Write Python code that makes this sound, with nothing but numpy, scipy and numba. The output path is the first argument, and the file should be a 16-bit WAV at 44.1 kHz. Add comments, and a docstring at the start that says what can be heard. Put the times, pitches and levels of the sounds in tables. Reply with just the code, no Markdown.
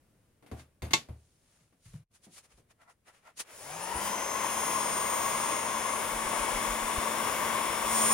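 """Knocks on a wooden workbench, over faint workshop background: ahead of a stereo microphone a cast metal
engine case is shifted and set down with a ringing clack. Sleeves swish and things scrape over the bench.
Then a heat gun is switched on close by, to the left: its small motor spins up to about 223 turns a
second, the fan roars through the barrel and the motor whines, louder or softer as the gun is turned."""
import sys
import numpy as np
from scipy import signal
from scipy.fft import rfft, irfft, next_fast_len
from scipy.io import wavfile
from scipy.ndimage import uniform_filter1d
from numba import njit

SR = 44100
rng = np.random.default_rng(int(sys.argv[2]) if len(sys.argv) > 2 else 0)


def generate_wav(signal):
    """Clip the signal to [-1, 1] and save it as 16-bit WAV at the path in sys.argv[1]."""
    frames = np.transpose(np.atleast_2d(signal))
    scaled = np.clip(frames, -1, 1) * 32767
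    pcm = np.round(scaled).astype(np.int16)
    wavfile.write(sys.argv[1], SR, pcm)


N = 358533
TIME = np.arange(N) / SR


def undb(db):
    """Decibels to gain."""
    return 10 ** (np.asarray(db) / 20)


def unit(x):
    """Scale to rms 1."""
    return x / np.sqrt(np.mean(x ** 2))


def over_time(table):
    """A (time, value) table, sample by sample."""
    return np.interp(TIME, *np.transpose(table))


def at_frequency(table, hz):
    """Value of a (frequency, value) table on a log-frequency axis."""
    f, value = np.transpose(table)
    return np.interp(np.log(np.maximum(hz, 1)), np.log(f), value)


def noise(colour, size=N):
    """Two unrelated noises of one colour, at rms 1."""
    n = next_fast_len(size, True)
    gain = undb(at_frequency(colour, np.fft.rfftfreq(n, 1 / SR)))
    spectrum = rfft(rng.standard_normal((2, n))) * gain
    return unit(irfft(spectrum, n)[:, :size])


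def wander(rate_hz):
    """Random values held for 1 / rate_hz seconds and smoothed twice, at rms 1."""
    hold = int(SR / rate_hz)
    steps = np.repeat(rng.standard_normal(N // hold + 1), hold)
    return unit(uniform_filter1d(uniform_filter1d(steps, hold), hold)[:N])


@njit
def bandpass(x, hz, width):
    """State-variable band-pass with a moving centre."""
    y, band_state, low_state = np.empty(len(x)), 0., 0.
    for i in range(len(x)):
        g, damping = np.tan(np.pi * hz[i] / SR), width / hz[i]
        band = (band_state + g * (x[i] - low_state)) / (1 + g * (g + damping))
        band_state, low_state = 2 * band - band_state, low_state + 2 * g * band
        y[i] = damping * band
    return y


def resonance(hz, width):
    """Two unrelated noises in one steep resonance, whose centre may move."""
    hz, width = hz + np.zeros(N), float(width)
    white = rng.standard_normal((2, N))
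    return unit(np.array([bandpass(bandpass(x, hz, width), hz, width) for x in white]))


def sine(hz, t, shape=None):
    """A sine of random phase; shape (2, 1) gives a pair."""
    return np.sin(2 * np.pi * hz * t + rng.uniform(0, 2 * np.pi, shape))


def fade(t, t60):
    """Exponential decay, 60 dB down after t60 seconds."""
    return np.exp(-np.log(1000) * t / t60)


def swell(s, length):
    """A smooth rise and fall around time s, halved a quarter of its length either side."""
    return 1 / np.cosh(np.clip(5.3 * (TIME - s) / length, -30, 30))


def add(out, s, sound):
    """Mix a sound in at time s."""
    i = int(s * SR)
    out[..., i:i + sound.shape[-1]] += sound[..., :N - i]


def microphone(pair, likeness, balance, left_lead=None):
    """Spread a common part (row 0) and a differing part (row 1) over the left and right ports."""
    n = next_fast_len(N + SR // 10, True)
    hz = np.fft.rfftfreq(n, 1 / SR)
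    alike = np.clip(at_frequency(likeness, hz), 0, 1)
    ratio = undb(at_frequency(balance, hz))
    common, differing = rfft(pair, n)
    common, differing = common * np.sqrt(1 + alike), differing * np.sqrt(1 - alike)
    lag = 1 if left_lead is None else np.exp(-1j * at_frequency(left_lead, hz))
    left, right = (common + differing) * ratio, (common - differing) * lag
    return irfft(np.array([left, right]) / np.sqrt(1 + ratio ** 2), n)[:, :N]


# room tone at the bench: (frequency [Hz], relative density [dB])
ROOM_COLOUR = [(25, -7.5), (60, -1), (120, -0.5), (250, -6.5), (400, -11), (560, -10.5), (800, -18),
               (1900, -21), (4000, -28), (8000, -27.5), (9700, -23), (11500, -31.5), (16000, -32.5)]
# its course: (time [s], level [dB])
ROOM_LEVEL = [(0, -60), (2.03, -65), (2.1, -67.5), (3.4, -71.5)]


def room_tone(waver_db=.76):
    """The workshop's faint, low background noise wavers and sinks."""
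    return noise(ROOM_COLOUR) * undb(over_time(ROOM_LEVEL) + waver_db * wander(4.6))


# modes of the engine case on the bench: (frequency [Hz], relative level [dB], t60 [s])
CASE_MODES = [(339, -5.5, 0.09), (678, -5, 0.06), (884, -2, 0.1), (1105, -3.5, .12), (1390, -17, .15),
              (2110, 7, .07), (2220, -0.5, 0.1), (2673, -3, .12), (2754, -5, .1), (3181, -4, .08),
              (3580, -3.5, .15), (3660, -2, .12), (4060, -3, 0.099), (4530, 3, .09), (4590, -33.5, .45),
              (5600, -6, .1), (6000, -8.5, .12), (6510, 1.5, 0.12), (7000, -7, .1), (7630, -4, .12),
              (7900, -13, 0.092), (9500, -16.5, .07)]


def case_ring(t):
    """Struck cast metal rings in decaying modes, with new phases at each blow."""
    return sum(undb(db) * fade(t, t60) * sine(hz, t, (2, 1)) for hz, db, t60 in CASE_MODES)


# knocks ahead of the microphone: (time [s], boom [dB], boom pitch [Hz], thud [dB], tick [dB], ring [dB])
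KNOCKS = [(.425, -76, 200, -46.5, -55.5, -69), (.463, -67, 150, -48, -49.5, -67),
          (0.515, -33, 87, -31, -44, -51), (.595, -47, 110, -53, -52.5, -51),
          (0.821, -27.5, 84, -30.5, -34.5, -42), (.85, -42, 160, -38.5, -50, -47),
          (0.908, -40, 150, -37, -33.5, -40.5), (.934, -35, 200, -29, -48, -56),
          (1.087, -32, 88, -39.5, -50.5, -65), (1.605, -59, 150, -66.5, -76, -69),
          (1.725, -85, 151, -59.5, -63, -82), (1.855, -46, 126, -69, -53, -61),
          (1.935, -33.5, 160, -51.5, -51.5, -69), (2.265, -47.5, 260, -54.5, -63, -73),
          (2.577, -63, 139.5, -58.5, -66, -78), (3.945, -48.5, 110, -41, -57, -70)]
# modes of the wooden top: (frequency [Hz], relative level [dB], t60 [s])
BENCH_MODES = [(58, -15, 0.22), (75.7, 1, 0.31), (111, -0.5, 0.28), (130.6, -3, 0.26), (153, -1, 0.22),
               (181, -8, 0.19), (227, -8, 0.073)]
# dull and bright contact noise: (frequency [Hz], relative density [dB])
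THUD_COLOUR = [(60, -15.5), (200, 5), (350, 1), (700, -3.5), (1100, -12), (2000, -26.5), (6000, -54.5)]
TICK_COLOUR = [(400, -16), (1000, 4), (2200, 3.5), (4000, -4.5), (7000, -10.5), (10000, -3.5), (15000, -17)]


def knocks(boom_rise_s=.0065, thud_t60=.23, tick_t60=.31, tail_db=-28, tail_t60=.99):
    """A tick and a thud at the contact, a faint ring of the case; the bench top booms a moment later."""
    out, t = np.zeros((2, N)), np.arange(SR // 2) / SR
    tail = undb(tail_db) * fade(t, tail_t60)
    boom_onset = 1 - np.exp(-(t / boom_rise_s) ** 2)
    for s, boom_db, boom_hz, thud_db, tick_db, ring_db in KNOCKS:
        # the place and softness of the blow favour the modes near one pitch
        boom = sum(undb(db) * np.exp(-2 * np.log2(hz / boom_hz) ** 2) * fade(t, t60) * sine(hz, t)
                   for hz, db, t60 in BENCH_MODES)
        thud = undb(thud_db) * noise(THUD_COLOUR, len(t)) * (fade(t, thud_t60) + tail)
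        tick = undb(tick_db) * noise(TICK_COLOUR, len(t)) * (fade(t, tick_t60) + tail)
        ring = undb(ring_db) * case_ring(t)
        add(out[0], s, 2 * undb(boom_db) * boom * boom_onset)
        add(out, s, thud + (tick + ring) / np.sqrt(2))
    return out


# sleeve and glove strokes at the bench: (time [s], length [s], rub [dB], hiss [dB])
SWISHES = [(0.597, 0.11, -49.5, -52), (1.25, 0.66, -88.5, -66), (1.559, 0.42, -66.5, -62.5),
           (1.869, 0.13, -76, -55.5), (1.944, 0.16, -65, -57.5), (2.157, 0.072, -66, -59),
           (2.248, 0.054, -66, -53.5), (2.344, 0.097, -75, -53.5), (2.382, 0.067, -55.5, -49.5),
           (2.45, 0.06, -61, -59.5), (2.522, 0.077, -63, -63), (2.587, 0.078, -73, -64),
           (2.711, 0.045, -59.5, -62), (2.825, 0.073, -61, -67.5), (2.905, 0.066, -61.5, -61.5),
           (3.085, 0.062, -54.5, -58.5), (3.158, 0.13, -61.5, -65.5), (3.278, 0.11, -56.5, -64),
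           (3.378, 0.024, -60, -45.5), (3.405, 0.042, -40.5, -30.5), (3.519, 0.19, -49.5, -67)]
# the cloth's rub and hiss: (frequency [Hz], relative density [dB])
CLOTH_RUB = [(100, -20.5), (500, -1), (1400, -1), (2500, -3.5), (4500, -15), (12000, -25.5)]
CLOTH_HISS = [(800, -15), (2700, -3), (5000, -1), (7000, 1), (8300, -2), (9700, 4.5), (11000, -9.5),
              (15500, -19.5)]


def sleeves(grain_db=.8):
    """Cloth slides over cloth in short, slightly grainy strokes."""
    rub, hiss = 0, 0
    for s, length, rub_db, hiss_db in SWISHES:
        stroke = swell(s, length)
        rub += undb(rub_db) * stroke
        hiss += undb(hiss_db) * stroke
    return (rub * noise(CLOTH_RUB) + hiss * noise(CLOTH_HISS)) * undb(grain_db * wander(250))


# metal meets metal on the bench, a double clack: (time [s], level [dB])
CLACKS = [(0.9334, -10.5), (0.9359, -8)]
# its contact noise: (frequency [Hz], relative density [dB])
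CRACK_COLOUR = [(150, -19.5), (700, -8), (1400, -8), (2200, 0.5), (3000, 0.5), (4200, -0.5), (7700, -6),
                (8500, -17), (10200, -9.5), (13000, -24), (16000, -30.5)]


def clack(ring_db=-9, rise_s=.00038, crack_t60=.024,
          scatter_db=-13, scatter_t60=.18, tail_db=-42, tail_t60=.35):
    """A sharp crack sets the cast case ringing; the cluttered bench scatters it."""
    out, t = np.zeros((2, N)), np.arange(SR // 2) / SR
    onset = 1 - np.exp(-t / rise_s)
    echoes = undb(scatter_db) * fade(t, scatter_t60) + undb(tail_db) * fade(t, tail_t60)
    for s, db in CLACKS:
        ring = undb(ring_db) * case_ring(t)
        crack = noise(CRACK_COLOUR, len(t)) * (fade(t, crack_t60) + echoes)
        add(out, s, undb(db) * onset * (ring + crack))
    return out


# bumps on the microphone, the same at both ports: (time [s], length [s], pitch [Hz], level [dB])
BUMPS = [(1.93, .2, 36, -62), (2.556, 0.097, 53.8, -65), (3.967, 0.046, 63.3, -41), (6.158, .1, 40, -45),
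         (6.266, 0.049, 32, -47), (6.415, 0.06, 44.1, -42), (6.56, 0.068, 34, -39), (6.71, 0.09, 41.4, -39),
         (6.84, 0.066, 31, -44), (6.985, 0.018, 54.6, -31), (7.706, 0.053, 55.14, -48),
         (7.855, 0.068, 49, -50)]


def bumps():
    """Soft low bumps on the microphone, each a few slow cycles."""
    return np.sqrt(2) * sum(undb(db) * swell(s, length) * sine(hz, TIME) for s, length, hz, db in BUMPS)


# things slid over the bench: (time [s], length [s], level [dB])
SCRAPES = [(2.82, 0.081, -60), (2.893, .075, -54.5), (3.093, 0.062, -56.5), (3.278, 0.068, -50)]
# their hollow resonances: (frequency [Hz], width [Hz], relative level [dB])
HOLLOW_BANDS = [(725, 310, -3), (990, 330, -2), (1365, 120, -3), (1930, 270, -5), (2410, 300, -20)]


def scrapes(grain_db=.5):
    """Short grainy strokes of friction ring a hollow body."""
    strokes = sum(undb(db) * swell(s, length) for s, length, db in SCRAPES)
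    body = unit(sum(undb(db) * resonance(hz, width) for hz, width, db in HOLLOW_BANDS))
    return strokes * body * undb(grain_db * wander(200))


SWITCH_ON_S, FULL_SPEED_HZ = 3.4254, 224.3


def shaft_speed(run_up_s=.2304, cold_sag_hz=12.4, warm_up_s=1.82,
                hunt_hz=.22, hunt_period_s=.47, hunt_crest_s=5.35):
    """Turns per second: a quick run-up, a slow creep as the motor warms, and slight hunting."""
    t = np.maximum(TIME - SWITCH_ON_S, 0)
    run_up = FULL_SPEED_HZ * (1 - np.exp(-t / run_up_s))
    sag = cold_sag_hz * np.exp(-t / warm_up_s)
    hunting = hunt_hz * np.cos(2 * np.pi * (TIME - hunt_crest_s) / hunt_period_s)
    return np.maximum(run_up - sag + hunting, 1)


# motor tones at close range:
# (shaft multiple [rounded when played], side-on [dB], rear-on [dB], gain with vent nearness [dB/dB])
MOTOR_TONES = [(1, -54, -48.5, 1.53), (4, -62, -49.5, -0.5), (5, -51.5, -48, -0.1), (7, -53, -50.5, 0.05),
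               (8, -58, -54, 0.7), (10, -57.5, -50.5, -2.5), (15, -57, -52, 0.9), (16, -58, -54, 0.57),
               (24, -61.5, -61.5, 1.56), (25, -60.5, -63, 1.5), (29, -69.5, -72, -4),
               (30, -60.5, -63, 1.53), (31, -71, -74, -3), (35, -64, -56, 1), (39, -75, -68, 1.9),
               (40, -57, -61, 2.5), (41, -76, -82, 2.9), (44, -80, -82, 2.5), (45, -68, -62, .9),
               (46, -92, -62, 1), (50, -57, -54, 1), (55, -61, -69, 3), (65.4, -69, -54, .2),
               (66.1, -58, -61, 1.5), (69.9, -60, -80, 4), (70.6, -64, -88, 4.5)]
# the housing lifts tones that pass through its resonances: (frequency [Hz], gain [dB])
HOUSING_GAIN = [(4700, 0), (5300, 9), (5850, -3), (6200, 21.5), (6700, 14.5), (7300, 5), (8400, 1),
                (8750, 16.5), (9100, 16.5), (9400, 14), (9700, 28), (10050, 10), (10700, -4), (14400, 4),
                (15150, -2)]


def motor(shaft_hz, rear, near_db, waver_db=2.03, flutter_db=.76, build_up_s=.32):
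    """Unbalance, blades and commutator give shaft harmonics, weighted by the housing and the gun's aim."""
    speed = shaft_hz / FULL_SPEED_HZ
    jitter = .00009 + .13 * (1 - speed) ** 2  # the shaft runs unevenly until it is up to speed
    turns = np.cumsum(shaft_hz * (1 + jitter * wander(90))) / SR
    tones = 0
    for multiple, side_db, rear_db, near_slope in MOTOR_TONES:
        order = round(multiple)
        aim_db = side_db + rear * (rear_db - side_db) + near_slope * near_db
        db = aim_db + at_frequency(HOUSING_GAIN, order * shaft_hz) + waver_db * wander(6)
        growth = speed ** (.05 + .055 * order)  # high tones need more speed to sound
        tones += undb(db) * growth * sine(order, turns)
    build_up = np.clip((TIME - SWITCH_ON_S) / build_up_s, 0, 1) ** 2
    return np.sqrt(2) * tones * build_up * undb(flutter_db * wander(110))


# air in the barrel and at the vents, close up: (frequency [Hz], relative density [dB])
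BARREL_ROAR = [(20, -38), (60, -10), (150, -9.5), (300, -4), (420, -3), (560, 1), (760, -1.5), (1050, 1),
               (1300, -3.5), (1800, -5), (2800, -8), (3450, -11.5), (4200, -21), (8000, -41)]
VENT_HISS = [(2500, -8), (3900, -7.5), (4500, -7), (5200, -2.5), (5900, -3), (6600, -1.5), (7500, -0.5),
             (8400, -5.5), (9600, 3.5), (10400, -5), (11500, -12), (13300, -10.5), (14800, -18),
             (16000, -5.5)]
# blade turbulence at full speed, side-on: (shaft multiple, width [Hz], level [dB])
SWIRL_BANDS = [(4.3, 184, -39), (4.89, 132, -36), (9.5, 230, -45)]


def airflow(shaft_hz, rear, near_db, roar_db=-35, roar_rear_db=1, swirl_glide=.72, swirl_rear_db=-.84,
            note_hz=587, note_width_hz=160, note_db=-49, hiss_db=-39, gust_db=.56):
    """Air roars and sounds a hollow note in the barrel, swirls off the blades and hisses at the vents."""
    speed = shaft_hz / FULL_SPEED_HZ
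    roar = noise(BARREL_ROAR) * undb(roar_db + roar_rear_db * rear) * speed ** 3
    swirl_hz = (FULL_SPEED_HZ + swirl_glide * (shaft_hz - FULL_SPEED_HZ)) * (1 + .0028 * wander(25))
    swirl = sum(undb(db) * resonance(multiple * swirl_hz, width) for multiple, width, db in SWIRL_BANDS)
    swirl *= undb(swirl_rear_db * rear) * speed ** 4.1
    note = undb(note_db) * resonance(note_hz, note_width_hz) * speed ** 2
    hiss = noise(VENT_HISS) * undb(hiss_db + near_db) * speed ** 1.25
    rush = (roar + swirl + note) * undb(.33 * near_db)  # nearness lifts these less than the hiss
    return (TIME > SWITCH_ON_S) * (rush + hiss) * undb(gust_db * wander(9))


# the vents grow louder as they near the microphone: (time [s], relative level [dB])
VENT_LEVEL = [(3.95, -51.5), (4.05, -47), (4.16, -51), (4.3, -51), (4.33, -50), (5.17, -48.5), (5.88, -51),
              (6.38, -50), (6.76, -50), (7.84, -50), (7.95, -43.5), (8.13, -43.5)]
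# the gun at the two ports: (frequency [Hz], likeness [0-1])
GUN_LIKENESS = [(60, .97), (300, .88), (1000, .88), (3000, .54), (6000, .48), (9000, .88), (13000, .76)]
# it is louder on the left: (frequency [Hz], left minus right [dB])
GUN_BALANCE = [(60, 1.0), (110, 1.5), (200, 1), (380, 6.1), (700, 10.4), (1290, 8.4), (2380, 5.3),
               (4400, 1), (8120, 0.9), (15000, 0.1)]
# and reaches the left port first: (frequency [Hz], phase lead [rad])
GUN_LEFT_LEAD = [(200, 0.15), (1500, 0.73), (5000, 1.1), (8500, 2.04), (10400, 0.39), (13000, 0.78)]


def heat_gun(mid_turn_s=5.87, turn_length_s=.4):
    """Motor and air, close on the left; the gun turns its rear to the microphone and ends very near."""
    shaft_hz = shaft_speed()
    rear = np.clip(.5 + (TIME - mid_turn_s) / turn_length_s, 0, 1)  # 0 side-on, 1 rear-on
    vents_db = over_time(VENT_LEVEL)
    near_db = vents_db - np.median(vents_db[TIME > SWITCH_ON_S])
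    sound = airflow(shaft_hz, rear, near_db)
    sound[0] += motor(shaft_hz, rear, near_db)  # the whine is common to both ports
    return microphone(sound, GUN_LIKENESS, GUN_BALANCE, GUN_LEFT_LEAD)


# the bench at the two ports, alike in the bass, diffuse in the treble: (frequency [Hz], likeness [0-1])
BENCH_LIKENESS = [(130, 0.9), (300, 0.9), (700, 0.37), (3000, 0.33), (7000, -0.05), (12000, .6)]
# it lies almost straight ahead: (frequency [Hz], left minus right [dB])
BENCH_BALANCE = [(120, .7), (400, 2), (2000, 1.1), (9000, 1)]
# the level of bench and room dips briefly: (time [s], gain [dB])
LEVEL_DIP = [(2.035, -9), (2.055, -36.5), (2.085, -37.5), (2.115, -4)]


def scene():
    """One microphone position in the workshop: the bench ahead, the heat gun close on the left."""
    ahead = room_tone() + knocks() + sleeves() + clack() + scrapes()
    bench = microphone(ahead, BENCH_LIKENESS, BENCH_BALANCE) * undb(over_time(LEVEL_DIP))
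    return bench + bumps() + heat_gun()


def record(dry):
    """The recorder cuts the top steeply."""
    top_hz = 15800
    return signal.sosfilt(signal.ellip(10, .2, 80, top_hz, fs=SR, output="sos"), dry)


dry = scene()
out = record(dry)
generate_wav(out)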